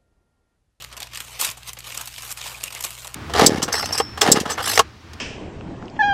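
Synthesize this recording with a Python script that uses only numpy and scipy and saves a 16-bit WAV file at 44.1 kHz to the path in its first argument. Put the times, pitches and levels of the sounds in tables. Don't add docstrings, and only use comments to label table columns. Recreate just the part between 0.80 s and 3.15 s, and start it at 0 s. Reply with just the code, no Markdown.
import sys
import numpy as np
from scipy import signal
from scipy.fft import rfft, irfft
from scipy.io import wavfile
from scipy.ndimage import uniform_filter1d

SR = 44100
rng = np.random.default_rng(int(sys.argv[2]) if len(sys.argv) > 2 else 0)


def store_wav(level_fs):
    pcm = np.round(np.clip(np.atleast_2d(level_fs), -1, 1) * 32767)
    wavfile.write(sys.argv[1], SR, pcm.T.astype(np.int16))


N = 103635

# pitch in Hz, level in dB.
HUM_TONES = [(59.3, -53.5), (119.6, -54.5)]
# frequency in Hz, relative spectrum level in dB.
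AIR_COLOUR = [(20, -10), (55, -2), (150, -1), (250, -11.5), (15000, -37)]
# start in seconds, level in dB.
PACKET_BUMPS = [(0.675, -45), (1.825, -55)]
# start in seconds, centre pitch in Hz, level in dB.
PANEL_FLEXES = [(0.216, 771, -38.5), (0.621, 1020, -28), (1.655, 838.1, -35), (1.709, 2651, -47),
                (1.745, 2412, -34), (1.877, 2581, -34.5), (1.96, 2314, -33.5), (2.246, 903.2, -37.5)]
# lower edge in Hz, upper edge in Hz.
SHEET_BANDS = [(450, 1620.2), (1600, 5606.7), (5500, 13307)]
# frequency in Hz, relative level in dB.
PAPER_COLOUR = [(300, -15), (750, -5), (1100, 2.5), (1800, -7), (2550, 4), (4900, -1.5), (8500, 2.5),
                (10300, -5.5), (15000, 3.5)]
# time in seconds, then bass, middle and treble levels in dB.
RUSTLE_LEVELS = [(0, -48.5, -39.5, -47.5), (0.09, -58, -58, -58.5), (0.134, -44.5, -45, -54.5),
                 (0.16, -53.5, -59, -63), (0.216, -45, -43, -50.5), (0.285, -60.5, -56, -62),
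                 (0.355, -48, -44.5, -52), (0.41, -50, -44.5, -45.5), (0.5, -52.5, -47, -49),
                 (0.588, -46, -40, -46.5), (0.603, -35.5, -29, -21.5), (0.635, -40.5, -31, -29.5),
                 (0.68, -42.5, -32.5, -32.5), (0.75, -60, -57.5, -61), (0.855, -54, -50.5, -55.5),
                 (0.879, -50.5, -38, -37), (0.898, -44, -36.5, -39.5), (0.925, -60.5, -58, -71),
                 (1.035, -60, -50, -55.5), (1.07, -43.5, -39.5, -39), (1.129, -51, -40.5, -46),
                 (1.206, -41, -41.5, -44.5), (1.245, -54.5, -46, -48.5), (1.34, -58.5, -45.5, -47.5),
                 (1.455, -45.5, -41, -39.5), (1.52, -53, -41.5, -42.5), (1.55, -54.5, -54.5, -58.5),
                 (1.585, -45.5, -40, -43.5), (1.665, -44, -38, -39), (1.8, -48.5, -48, -49.5),
                 (1.881, -44.5, -35.5, -39.5), (1.895, -58, -56.5, -59), (1.97, -42.5, -37, -42),
                 (2.02, -49, -45.5, -45.5), (2.06, -40, -35.5, -37.5), (2.09, -53, -46.5, -44),
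                 (2.18, -52, -46, -44), (2.281, -46, -46.5, -48), (2.31, -53, -52.5, -55.5)]
# start in seconds, length in seconds, then bass, middle and treble levels in dB.
CREASE_SNAPS = [(0.0217, 0.002177, -42, -37, -34), (0.041, 0.001972, -47, -35, -42),
                (0.0455, 0.002001, -43.5, -32.5, -35), (0.1256, 0.005183, -52, -38, -44),
                (0.1667, 0.003599, -39.5, -39.5, -36), (0.1752, 0.003318, -41, -33.5, -37.5),
                (0.202, 0.003622, -44.5, -34.5, -32), (0.2204, 0.001977, -43.5, -29.5, -38),
                (0.2278, 0.003376, -45.5, -27.5, -33.5), (0.27, 0.00308, -51, -38, -48),
                (0.3337, 0.00338, -50.5, -33.5, -41), (0.3473, 0.00257, -56, -33.5, -33),
                (0.355, 0.004695, -57, -30, -36), (0.3728, 0.002584, -56.5, -28.5, -29.5),
                (0.4022, 0.004857, -37, -30, -31), (0.5918, 0.01052, -38.5, -32, -34.5),
                (0.6115, 0.003393, -27.5, -26, -17), (0.6245, 0.004805, -29.5, -36.5, -27),
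                (0.6458, 0.006162, -39.5, -24.5, -20.5), (0.6884, 0.004548, -39.5, -29, -42),
                (0.7006, 0.001648, -50.5, -34, -26), (0.712, 0.004583, -42, -36, -33),
                (0.77, 0.009485, -44, -45.5, -42.5), (0.8301, 0.003133, -74, -38, -45),
                (0.9316, 0.002783, -51.5, -40, -30.5), (0.968, 0.006533, -42, -39.5, -52),
                (0.987, 0.004712, -49.5, -40, -35), (1.0046, 0.001026, -60.5, -32.5, -35.5),
                (1.041, 0.00722, -55, -38.5, -44), (1.144, 0.006456, -44, -34.5, -34.5),
                (1.1748, 0.0018776, -55.5, -34, -20), (1.2098, 0.005019, -39, -32.5, -29.5),
                (1.256, 0.002444, -52, -49, -32), (1.2729, 0.005284, -43.5, -34, -32),
                (1.34, 0.002322, -62, -35, -40), (1.361, 0.001574, -56, -32, -44.5),
                (1.38, 0.004242, -40.5, -34, -37.5), (1.4216, 0.001138, -53.5, -40, -27.5),
                (1.5049, 0.003987, -39, -42.5, -32.5), (1.5124, 0.00701, -46.5, -35, -29),
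                (1.524, 0.001211, -40, -35, -23.5), (1.5723, 0.004642, -43.5, -35, -35),
                (1.6133, 0.001866, -53, -29, -38), (1.6647, 0.00228, -41.5, -32, -41.5),
                (1.6793, 0.00201, -41.5, -34.5, -34), (1.8089, 0.001955, -48.5, -33.5, -40),
                (1.832, 0.001663, -36, -33.5, -34), (1.8367, 0.003427, -47, -25, -21),
                (1.9043, 0.003697, -41.5, -35.5, -39), (1.923, 0.00583, -46, -35, -35),
                (1.9489, 0.001447, -36.5, -33.5, -26.5), (2.007, 0.003032, -41, -35.5, -26.5),
                (2.026, 0.00053, -39, -53.5, -22), (2.0388, 0.002082, -38, -27, -23),
                (2.0433, 0.002474, -32, -24, -26), (2.048, 0.003374, -31, -41.5, -21),
                (2.1057, 0.0006405, -51.5, -29.5, -26), (2.246, 0.00368, -40.5, -35.5, -34.5),
                (2.2715, 0.00113, -58, -35, -28.5), (2.276, 0.0011574, -42.5, -33.5, -29),
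                (2.3429, 0.001661, -40.5, -29, -24.5)]

HUM_WAVER = .1
AIR_DB = -57
ROOM_DB, ROOM_T60_S = -13.5, 0.31584
ROOM_TREBLE_DB, ROOM_TREBLE_T60_S = 1, 0.17405
THUMP_HZ, THUMP_RISE_S = (79.9, 234.5), 0.013234
FLEX_WIDTH_HZ, FLEX_RISE_S = 405.5, 0.0043065
BODY_HZ, BODY_DB = (146.88, 339.79), -19
RING_S, RING_SLOPE, FACET_SPREAD_DB = 0.00083036, 0.5089, 3
TRAVEL_S = 0.00092313
RUSTLE_CLICKS_PER_S, RUSTLE_SPREAD_DB = 3200, 3
CLUMP_DB, CLUMP_S = 1.24, 0.006047
SHAPE_S = .03
SNAP_CLICKS_PER_S, SNAP_SPREAD_DB, FIRST_CLICK_DB = 4000, 1, 9.5
SNAP_BUILD, SNAP_DECAY = 0.4039, 1
DUCK_BELOW_HZ, DUCK_ABOVE_DB, DUCK_S, DUCK_SLOPE = 181.2, -27.5, 0.12, 2.139
CUTOFF_HZ = 15600


def amp(db):
    return 10 ** (np.asarray(db) / 20)


def unit(x):
    return x / np.sqrt(np.mean(x ** 2) + 1e-20)


def read(points, hz):
    point_hz, point_db = np.transpose(points)
    return np.interp(np.log(hz + 1), np.log(point_hz), point_db)


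def add(mix, s, sound):
    part = mix[max(0, round(s * SR)):][:len(sound)]
    part += sound[:len(part)]


def band(x, lo_hz, hi_hz):
    edges = [lo_hz, min(hi_hz, SR / 2 - 500)]
    return signal.sosfilt(signal.butter(N=3, Wn=edges, btype="band", fs=SR, output="sos"), x)


def drift(span_s):
    hz = np.fft.rfftfreq(N, 1 / SR)
    spectrum = rfft(rng.standard_normal(N)) * np.exp(-(2 * hz * span_s) ** 2)
    return unit(irfft(spectrum, N))


def clicks(size, per_s, spread_db):
    strength = amp(spread_db * np.minimum(rng.exponential(1, size), 4.5))
    happens = rng.random(size) < per_s / SR
    return happens * rng.choice([-1, 1], size) * strength


def still_air():
    gain = amp(read(AIR_COLOUR, np.fft.rfftfreq(N, 1 / SR)))
    air = irfft(rfft(rng.standard_normal(N)) * gain, N)
    return amp(AIR_DB) * unit(air)


def mains_hum():
    t = np.arange(N) / SR
    hum = np.zeros(N)
    for hz, db in HUM_TONES:
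        phase = 2 * np.pi * (hz * t + rng.random()) + HUM_WAVER * drift(0.1015)
        level = 1 + HUM_WAVER * drift(0.0463)
        hum += amp(db) * unit(np.sin(phase) * level)
    return hum


def kitchen(x, size=16000):
    t = np.arange(size) / SR
    noise = rng.standard_normal(size) * np.minimum(t / 0.010445, 1)
    tail = band(noise, 131.7, 5521) * amp(-60 * t / ROOM_T60_S)
    tail += band(noise, 3753, 23663) * amp(ROOM_TREBLE_DB - 60 * t / ROOM_TREBLE_T60_S)
    response = amp(ROOM_DB) * tail / np.linalg.norm(tail)
    response[0] += 1
    return signal.fftconvolve(x, response / np.linalg.norm(response))[:N]


def swell(lo_hz, hi_hz, rise_s, size=4000):
    age = np.arange(size) / SR / rise_s
    shape = (age * np.exp(1 - age)) ** 2
    ring = band(clicks(size, RUSTLE_CLICKS_PER_S, 0), lo_hz, hi_hz)
    return unit(ring * shape) * np.sqrt(np.mean(shape ** 2))


def thumps():
    out = np.zeros(N)
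    for s, db in PACKET_BUMPS:
        add(out, s, amp(db) * swell(*THUMP_HZ, THUMP_RISE_S))
    return out


def flexes():
    out = np.zeros(N)
    for s, hz, db in PANEL_FLEXES:
        sound = swell(hz - FLEX_WIDTH_HZ / 2, hz + FLEX_WIDTH_HZ / 2, FLEX_RISE_S)
        add(out, s, amp(db) * sound)
    return out


def facet(count=56, size=450):
    hz = 200 + 16000 * ((np.arange(count) + rng.random(count)) / count) ** 2
    delay = TRAVEL_S * np.sqrt(3000 / hz) * 2 * rng.random(count)
    t = np.maximum(np.arange(size) / SR - delay[:, None], 0)
    ring_s = RING_S * (hz / 3000) ** -RING_SLOPE
    uneven_db = FACET_SPREAD_DB * rng.standard_normal(count)
    gain = amp(read(PAPER_COLOUR, hz) + uneven_db) * np.sqrt(np.sqrt(hz) / ring_s)
    modes = np.exp(-t / ring_s[:, None]) * np.sin(2 * np.pi * hz[:, None] * t)
    return unit((gain * rng.choice([-1, 1], count)) @ modes)


def ring_facets(train, count):
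    which = rng.integers(0, count, len(train))
    return sum(np.convolve(train * (which == k), facet()) for k in range(count))


def colour(sound, levels_db):
    bass, middle, treble = [amp(db) * unit(band(sound, lo, hi))
                            for db, (lo, hi) in zip(levels_db, SHEET_BANDS)]
    body = amp(levels_db[0] + BODY_DB) * unit(band(sound, *BODY_HZ))
    return bass - middle + treble + body


def rustle():
    clumps = amp(CLUMP_DB * drift(CLUMP_S))
    train = clicks(N, RUSTLE_CLICKS_PER_S, RUSTLE_SPREAD_DB) * clumps
    sound = np.zeros(N)
    step = round(SHAPE_S * SR)
    for start in range(0, N, step):
        add(sound, start / SR, ring_facets(train[start:start + step], count=3))
    times, *curves = np.transpose(RUSTLE_LEVELS)
    levels_db = [np.interp(np.arange(N) / SR, times, db) for db in curves]
    return colour(sound, levels_db)


def snap(length_s, levels_db, size=1800):
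    t = np.arange(size) / SR
    train = clicks(size, SNAP_CLICKS_PER_S, SNAP_SPREAD_DB) * np.exp(-t / (SNAP_DECAY * length_s))
    train[0] = amp(FIRST_CLICK_DB)
    build = 1 - np.exp(-t / (SNAP_BUILD * length_s))
    sound = ring_facets(train, count=3)[:size] * build
    return colour(sound, levels_db) * np.sqrt(length_s * SR / size)


def creases():
    out = np.zeros(N)
    for s, length_s, *levels_db in CREASE_SNAPS:
        add(out, s, snap(length_s, levels_db))
    return out


def scene():
    paper = thumps() + flexes() + rustle() + creases()
    return (kitchen(paper) + mains_hum() + still_air())[None]


def record(dry):
    power = abs(uniform_filter1d(dry ** 2, round(DUCK_S * SR)))
    level_db = 10 * np.log10(power + 1e-12)
    lows = signal.sosfiltfilt(signal.butter(N=4, Wn=DUCK_BELOW_HZ, fs=SR, output="sos"), dry)
    lows_gain = amp(-DUCK_SLOPE * np.maximum(level_db - DUCK_ABOVE_DB, 0))
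    ducked = dry - lows * (1 - lows_gain)
    low_pass = signal.firwin(301, CUTOFF_HZ, window=("kaiser", 8), fs=SR)
    return signal.oaconvolve(ducked, low_pass[None], "same")


dry = scene()
out = record(dry)
store_wav(out)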